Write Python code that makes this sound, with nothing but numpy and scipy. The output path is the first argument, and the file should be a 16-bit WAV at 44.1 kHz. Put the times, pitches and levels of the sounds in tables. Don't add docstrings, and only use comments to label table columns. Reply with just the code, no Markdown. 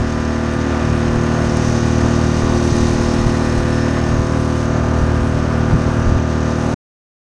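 import sys
import numpy as np
from scipy import signal
from scipy.fft import rfft, irfft
from scipy.io import wavfile

SR = 44100
rng = np.random.default_rng(int(sys.argv[2]) if len(sys.argv) > 2 else 0)


def to_wav(s):
    ch = np.atleast_2d(s).T
    pcm = np.round(np.clip(ch, -1, 1) * 32767)
    wavfile.write(sys.argv[1], SR, pcm.astype(np.int16))


N = 324576
TIME = np.arange(N) / SR


def undb(db):
    return np.exp(np.asarray(db) * (np.log(10) / 20))


def unit(x):
    return x / np.sqrt(np.mean(x ** 2))


def curves(table):
    times, *columns = np.transpose(table)
    return [np.interp(TIME, times, column) for column in columns]


def ramp(start_s, length_s):
    return .5 - .5 * np.cos(np.pi * np.clip((TIME - start_s) / length_s, 0, 1))


def swells(table):
    return np.sqrt(sum(undb(db) ** 2 * np.exp(-2 * ((TIME - peak_s) / fade_s) ** 2)
                       for peak_s, db, fade_s in table))


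def wander(rate_hz):
    points = rng.standard_normal(int(N / SR * rate_hz) + 3)
    return unit(np.interp(TIME * rate_hz + rng.random(), np.arange(len(points)), points))


def colour(x, spectrum):
    hz, db = np.transpose(spectrum)
    all_hz = np.maximum(np.fft.rfftfreq(N, 1 / SR), 1)
    gain = undb(np.interp(np.log(all_hz), np.log(hz), db))
    top_fade = np.minimum(hz[-1] / all_hz, 1) ** 4
    return unit(irfft(rfft(x) * gain * top_fade, N))


def ring(x, notes):
    return unit(sum((-1) ** k * undb(db) * signal.lfilter(*signal.iirpeak(hz, hz / width, SR), x)
                    for k, (hz, width, db) in enumerate(notes)))


def fizz(pops_per_s, spread_db):
    sizes = undb(spread_db * np.minimum(rng.exponential(size=N), 5))
    return unit((rng.random(N) < pops_per_s / SR) * sizes * rng.standard_normal(N))


def tones(table, turns, facing_db, waver_db, lead_rad=0.94):
    out = 0
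    for multiple, db, facing_factor in table:
        cycles = round(multiple)
        phase = 2 * np.pi * cycles * turns + lead_rad - (cycles / 7) ** 5
        out += np.cos(phase) * undb(db + facing_factor * facing_db + waver_db * wander(6))
    return np.sqrt(2) * out


# time_s, speed_hz
MOTOR_SPEED = [(0.0, 38.63), (0.8, 38.59), (1.5, 38.87), (2.7, 38.96), (3.45, 38.9), (4.0, 38.85),
               (4.9, 39.0), (5.75, 38.72), (6.7, 39.05)]


def motor_turns(start_turn=.194, wobble=.0007):
    speed_hz, = curves(MOTOR_SPEED)
    return start_turn + np.cumsum(speed_hz * (1 + wobble * wander(20))) / SR


# time_s, hiss_db
HEAD_TURNS = [(0.0, -40), (0.27, -41.5), (1.27, -39.5), (1.62, -36.5), (2.65, -35.5), (2.8, -33.5),
              (3.15, -35.5), (3.3, -38), (4.25, -40), (4.83, -42), (5.91, -41.5), (6.27, -42.5),
              (6.45, -40.5)]


def head_turns():
    hiss_db, = curves(HEAD_TURNS)
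    return hiss_db, hiss_db - np.mean(hiss_db)


# cycles_per_turn, level_db, db_per_facing_db
THUMP_TONES = [(1, -19.5, -2), (2, 10, 0)]
BOOM_TONES = [(3, 1.96, 0.1), (4, -0.4, -0.1), (5, -7.5, 0.7)]
DRONE_TONES = [(6, 1, 0.0053), (7, -3.5, -0.32), (8, -18.5, 0), (10, -12.5, -0.63), (11, -13, -0.3),
               (13, -8.5, -0.38), (14, -21, -1.5), (15, -16, -0.59), (16, -17.5, -1.1), (17, -14, -0.57),
               (18, -25, -.5), (19, -21, -0.22), (21, -20, .1), (22, -20.5, 0.56), (23, -18.5, -1)]
# level_db, low_throttle_db, db_per_facing_db, lead_rad
EXHAUST_MIX = [(-21.6, -4, .05, 0.57), (-19.5, -8, 0.16, 1.25), (-20, -2, 0.48, 1.31)]
# time_s, thump_db, boom_db
WAVE_RIDE = [(0, 4.5, 2.5), (.5, -1, 2), (.62, -3, 0.5), (.77, 3, -7.5), (.85, -1, -1), (1.45, -1.5, -0.5),
             (2.32, 0, 0.5), (2.5, -0.5, -2), (3.1, -1.5, -2.5), (3.35, -2, -2.5), (4.1, -2.5, -0.5),
             (4.4, -1.5, 0.5), (4.95, -0.5, -1), (5.15, 2, -1), (5.35, -2, -0.5), (5.6, 1.5, 1),
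             (5.88, -0.5, 1.5), (6.1, 1, -1.5), (6.7, -3.5, 0)]


def exhaust(turns, low_throttle, facing_db, shake_db=0.83, stagger_turns=0.0018):
    firing = turns + stagger_turns * wander(39)
    voices = zip((THUMP_TONES, BOOM_TONES, DRONE_TONES), curves(WAVE_RIDE) + [0], EXHAUST_MIX)
    out = 0
    for table, wave_db, (db, low_db, facing_factor, lead_rad) in voices:
        voice = unit(tones(table, firing, facing_db, waver_db=1.01, lead_rad=lead_rad))
        level_db = db + wave_db + low_db * low_throttle + facing_factor * facing_db
        out += voice * undb(level_db + shake_db * wander(39))
    return out


# time_s, level_db
HULL_LEVEL = [(0.0, -30), (0.86, -26.5), (1.66, -27), (2.09, -24), (2.48, -26), (2.65, -21.5), (3.4, -26),
              (5.09, -30.5), (5.13, -27), (5.24, -32), (6.53, -28.5), (6.7, -30)]


def hull_hum(turns, cycles_per_turn=9, shake_db=1.0):
    level_db, = curves(HULL_LEVEL)
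    tone = np.sqrt(2) * np.cos(2 * np.pi * cycles_per_turn * turns - 1)
    return tone * undb(level_db + shake_db * wander(39))


# cycles_per_turn (rounded when played), level_db, db_per_facing_db
WHINE_TONES = [(24, -25.5, 1), (26, -10.5, -0.1), (27, -17, 0.85), (28, -19, 0.8), (29, -11.5, 0.63),
               (30, -18.5, 0.8), (31, -11.5, -0.8), (32, -14.5, -0.5), (34, -23, -1), (35, -12.5, -0.5),
               (36, -14.5, -0.2), (37, -15, .5), (38, -13.5, -.2), (40, -21, 0), (41, -18.5, -1.8),
               (42, -13, -0.8), (44, -20, -0.5), (45, -17.5, -1.5), (46, -15, -1), (47, -18, 0.6),
               (48, -23, -.8), (49, -19.5, 0), (50, -16, -.5), (53, -24, -0.5), (54, -27, -0.5),
               (62.35, -23, -0.6)]


def whine(turns, facing_db):
    return tones(WHINE_TONES, turns, facing_db, waver_db=2.0)


# position_turns, level_db
TURN_KNOCKS = [(.06, -4), (.13, -3), (.26, -4), (.45, -2.5), (.79, -5), (.87, -1), (.98, -5)]


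def knocks(turns, scatter_db, drift_db, slop_s, decay_s, size=1100):
    out = 0
    for position, db in TURN_KNOCKS:
        due_s = np.interp(np.arange(int(turns[-1])) + position, turns, TIME)
        lateness, force = rng.standard_normal((size, 2))[:len(due_s)].T
        starts = np.clip((due_s + slop_s * lateness) * SR, 0, N - 1).astype(int)
        hits = np.zeros(N)
        hits[starts] = undb(db + scatter_db * force)
        rattle = unit(rng.standard_normal(size) * np.exp(-np.arange(size) / SR / decay_s))
        out += signal.oaconvolve(hits, rattle)[:N] * undb(drift_db * wander(3.7))
    return unit(out)


# pitch_hz, width_hz, level_db
COVER_NOTES = [(630, 180, -2.5), (866, 100, -1.5), (1019, 60, 2), (1130, 60, 0), (1203, 70, 0.5),
               (1450, 79, -2), (1658, 120, -2), (1824, 100, -5.5), (1929, 80, -2.5)]


def clatter(loose_knocks):
    muffling = [(300, -21.5), (600, -2), (1000, 6.5), (1950, 6.5), (2200, -8.5)]
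    return colour(ring(loose_knocks, COVER_NOTES), muffling)


# time_s, level_db
WASH_LEVEL = [(0, 0.5), (.6, 0), (.75, 1), (1.2, -1), (1.4, 2), (1.9, 1), (2.2, 1.5), (2.9, 0), (3.3, 0),
              (3.85, 0.5), (4.0, 0), (4.2, -2.5), (4.68, -2), (4.8, 1), (5.8, 0), (6.05, -0.5), (6.2, -2.5),
              (6.7, 1)]
# pitch_hz, level_db
CHURN_COLOUR = [(15, -18), (40, -6), (110, -6.5), (190, -6.5), (280, -3), (430, -10.5), (650, -6),
                (850, -11.5), (1300, -13), (1800, -22.5), (2600, -30)]


def churn(turns):
    wash_db, = curves(WASH_LEVEL)
    surge = undb(0.34 * np.cos(2 * np.pi * turns) + 0.97 * wander(16))
    return colour(rng.standard_normal(N) * surge, CHURN_COLOUR) * undb(wash_db)


# pitch_hz, level_db
RASP_COLOUR = [(1200, -28.5), (1900, 2), (2300, -3), (2900, -4), (3400, -7.5), (4600, -20)]


def rasp(ticks):
    return colour(undb(-3) * ticks + fizz(9000, 1.5), RASP_COLOUR)


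# pitch_hz, level_db
INTAKE_COLOUR = [(2200, -22.5), (3000, -9), (4000, -4), (4600, 0), (5000, -0.5), (5400, -1.5), (5650, 0),
                 (6500, -1.5), (7100, -9), (8500, -13), (10000, -27.5)]


def intake_hiss(turns, ticks):
    breath = undb(0.3 * np.cos(2 * np.pi * (turns - .12)) + 0.95 * wander(25))
    return colour(undb(-10) * ticks + breath * fizz(14000, 1.7), INTAKE_COLOUR)


# pitch_hz, width_hz, level_db
METAL_NOTES = [(2460, 70, -7), (3040, 74, -8.5), (3746, 78, -4.5), (4120, 80, -5.5), (4640, 120, -7),
               (5330, 160, -5.5), (5960, 300, -4.5), (6430, 170, -2.5)]


def metal_parts(ticks, fade_db=2.5):
    shaking = ticks + fizz(9000, 1.7)
    ringing = sum(ring(shaking, [(hz, width, 0)]) * np.sqrt(width) * undb(db + fade_db * wander(3))
                  for hz, width, db in METAL_NOTES)
    return colour(ringing, [(1500, -19), (2400, -0.5), (6600, -2.5)])


def steel_ping(turns, position_turns=.15, pitch_hz=6430, width_hz=170, scatter_db=3):
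    count = np.floor(turns - position_turns)
    taps = np.diff(count, prepend=count[0])
    return ring(taps * undb(scatter_db * wander(39)), [(pitch_hz, width_hz, 0)])


# time_s, level_db
SPRAY_LEVEL = [(0.0, -51), (0.02, -53), (0.24, -56), (1.38, -52.5), (1.57, -48.5), (1.72, -52), (2.43, -49),
               (2.82, -46), (4.33, -52), (4.61, -50), (4.68, -57.5), (5.47, -51.5), (5.49, -56.5),
               (5.91, -55), (6.32, -60.5), (6.7, -51)]
# pitch_hz, level_db
SPRAY_TONE = [(5000, -34.5), (6800, -10), (7600, 0.5), (8700, 1.5), (10000, -5), (11400, -12.5),
              (12500, -26.5)]


def spray(ticks, flicker_db=1.5):
    level_db, = curves(SPRAY_LEVEL)
    mist = colour(fizz(5000, 2.2) + undb(-6) * ticks, SPRAY_TONE)
    return mist * undb(level_db - 1.5 + flicker_db * wander(18))


# pitch_hz, level_db
RUMBLE_COLOUR = [(10, -16), (25, -5), (45, -2), (95, -6.5), (160, -14), (300, -26), (800, -48)]
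FLAP_COLOUR = [(40, -17), (90, 1), (130, 1), (200, -5.5), (300, -9), (450, -26), (900, -42.5)]
# time_s, level_db
BREEZE_LEVEL = [(0, -34), (.8, -33.5), (1.0, -30), (2.3, -31.5), (2.55, -27), (3.3, -26.5), (3.75, -31.5),
                (4.1, -26.5), (4.35, -31), (4.7, -31), (5.2, -28.5), (6.15, -30), (6.35, -32), (6.7, -33)]
# peak_s, rumble_db, flap_db, fade_s
WIND_PUFFS = [(.005, -16.5, -41, 0.035), (0.918, -25.5, -31, .022), (1.105, -23.5, -32, .018),
              (1.164, -16, -29, 0.022), (1.83, -23, -35, 0.047), (2.04, -23, -23, 0.027),
              (2.255, -27, -32, 0.022), (2.44, -20, -25, .02), (2.514, -22, -22, 0.016),
              (2.565, -20, -23, 0.017), (2.725, -17, -15, 0.023), (2.83, -16.5, -25.5, 0.023),
              (2.95, -17, -22.5, 0.025), (2.996, -17.5, -29.5, .014), (3.14, -21, -25.5, 0.025),
              (3.205, -21, -26, .02), (3.27, -16.5, -26, .034), (3.34, -21, -36, .025),
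              (3.59, -14.5, -29, 0.016), (3.635, -19, -30, .014), (4.126, -21, -25.5, 0.046),
              (4.2, -15, -26, 0.017), (4.85, -22, -38, 0.044), (5.022, -15, -25, .022),
              (5.232, -22.5, -24.5, 0.04), (5.338, -24, -28, .018), (5.745, -13.5, -15.5, 0.036),
              (5.875, -17, -30, 0.018), (5.998, -20.5, -23.5, 0.027), (6.08, -11.5, -19, 0.02),
              (6.125, -19, -18.5, 0.011), (6.17, -11, -23.5, 0.014)]


def wind(gust_db=2.2, ragged_db=2.5):
    def swirl(spectrum):
        noise = np.tanh(colour(rng.standard_normal(N), spectrum))
        return unit(noise * undb(ragged_db * np.tanh(wander(90))))

    rumble, flapping = swirl(RUMBLE_COLOUR), swirl(FLAP_COLOUR)
    breeze_db, = curves(BREEZE_LEVEL)
    flutter = undb(breeze_db + gust_db * wander(12))
    peak_s, rumble_db, flap_db, fade_s = np.transpose(WIND_PUFFS)
    rumble *= np.hypot(flutter, swells(zip(peak_s, rumble_db, fade_s)))
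    return rumble + flapping * swells(zip(peak_s, flap_db, fade_s))


# peak_s, level_db, fade_s
WAVE_SLAPS = [(.76, -29, 0.055), (1.05, -37, 0.024), (1.145, -30, .02), (1.37, -31, 0.045),
              (1.995, -28, 0.018), (2.07, -31, .025), (2.2, -32, 0.018), (2.48, -34, 0.032),
              (2.625, -31, .018), (3.14, -32, 0.039), (3.86, -32, .018), (3.975, -23, .02),
              (4.33, -33, .018), (4.76, -33, 0.027), (4.92, -34, 0.018), (5.51, -29, 0.025),
              (5.72, -28.5, 0.03), (6.65, -34, 0.029)]


def wavelets():
    watery = [(200, -25), (500, -2.5), (900, 1), (1500, -4.5), (3000, -24), (8000, -33.5)]
    return swells(WAVE_SLAPS) * colour(fizz(2500, 2.4), watery)


# peak_s, level_db, fade_s
SQUEAK_SWELLS = [(.95, -50.5, .3), (1.55, -45.5, .22), (3.12, -41.5, .12), (3.48, -44.5, .09),
                 (3.8, -41, .12), (4.05, -47, .1), (4.28, -46, .05), (4.41, -48, .03), (4.57, -45, .04)]


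def squeak(turns, pitch_hz=5350, width_hz=90, throb_db=3.5):
    note = ring(rng.standard_normal(N), [(pitch_hz, width_hz, 0)])
    throb = undb(throb_db * np.cos(2 * np.pi * turns))
    return swells(SQUEAK_SWELLS) * unit(note * throb)


# start_s, level_db
SPRAY_DROPS = [(1.5705, -29.5), (2.7665, -31), (2.8828, -35), (2.932, -37)]


def drops(decay_s=0.0013):
    level = sum(undb(db) * (TIME >= start_s) * np.exp(-np.abs(TIME - start_s) / decay_s)
                for start_s, db in SPRAY_DROPS)
    return level * colour(rng.standard_normal(N), [(4000, -24), (7500, -7), (9000, 6.5), (11500, -16)])


def body_shadow(x, turned_away, above_hz=1690, change_db=-8.5):
    highs = signal.sosfiltfilt(signal.butter(8, above_hz, "high", fs=SR, output="sos"), x)
    return x + highs * (undb(change_db * turned_away) - 1)


def scene():
    hiss_db, facing_db = head_turns()
    low_throttle = 1 - ramp(start_s=0.19, length_s=0.74)
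    turned_away = ramp(start_s=4.06, length_s=0.19)
    parts_db = -27.5 - 2.5 * low_throttle + 0.21 * wander(11)
    turns = motor_turns()
    loose_knocks = knocks(turns, scatter_db=3, drift_db=2, slop_s=.00008, decay_s=.006)
    ticks = knocks(turns, scatter_db=1.9, drift_db=0, slop_s=.00002, decay_s=.0063)
    parts = whine(turns, facing_db) * undb(parts_db - 2) + clatter(loose_knocks) * undb(parts_db - 7)
    mix = body_shadow(parts, turned_away)
    mix += churn(turns) * undb(parts_db - 0.1)
    mix += rasp(ticks) * undb(-37 - 2.5 * low_throttle - 2.5 * turned_away)
    mix += intake_hiss(turns, ticks) * undb(hiss_db - 1.34)
    mix += metal_parts(ticks) * undb(hiss_db - 4.5)
    mix += steel_ping(turns) * undb(hiss_db + 0.4 * facing_db - 16.5)
    mix += exhaust(turns, low_throttle, facing_db) + hull_hum(turns)
    mix += spray(ticks) + squeak(turns) + wavelets() + drops() + wind()
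    return mix[None]


def record(dry, ceiling=0.73, end_s=6.745, top_hz=11900):
    rounded = dry / (1 + (dry / ceiling) ** 6) ** (1 / 6)
    stop = np.clip((end_s - TIME) / 0.007, 0, 1)
    return signal.sosfilt(signal.ellip(8, .2, 70, top_hz, fs=SR, output="sos"), rounded * stop)


dry = scene()
out = record(dry)
to_wav(out)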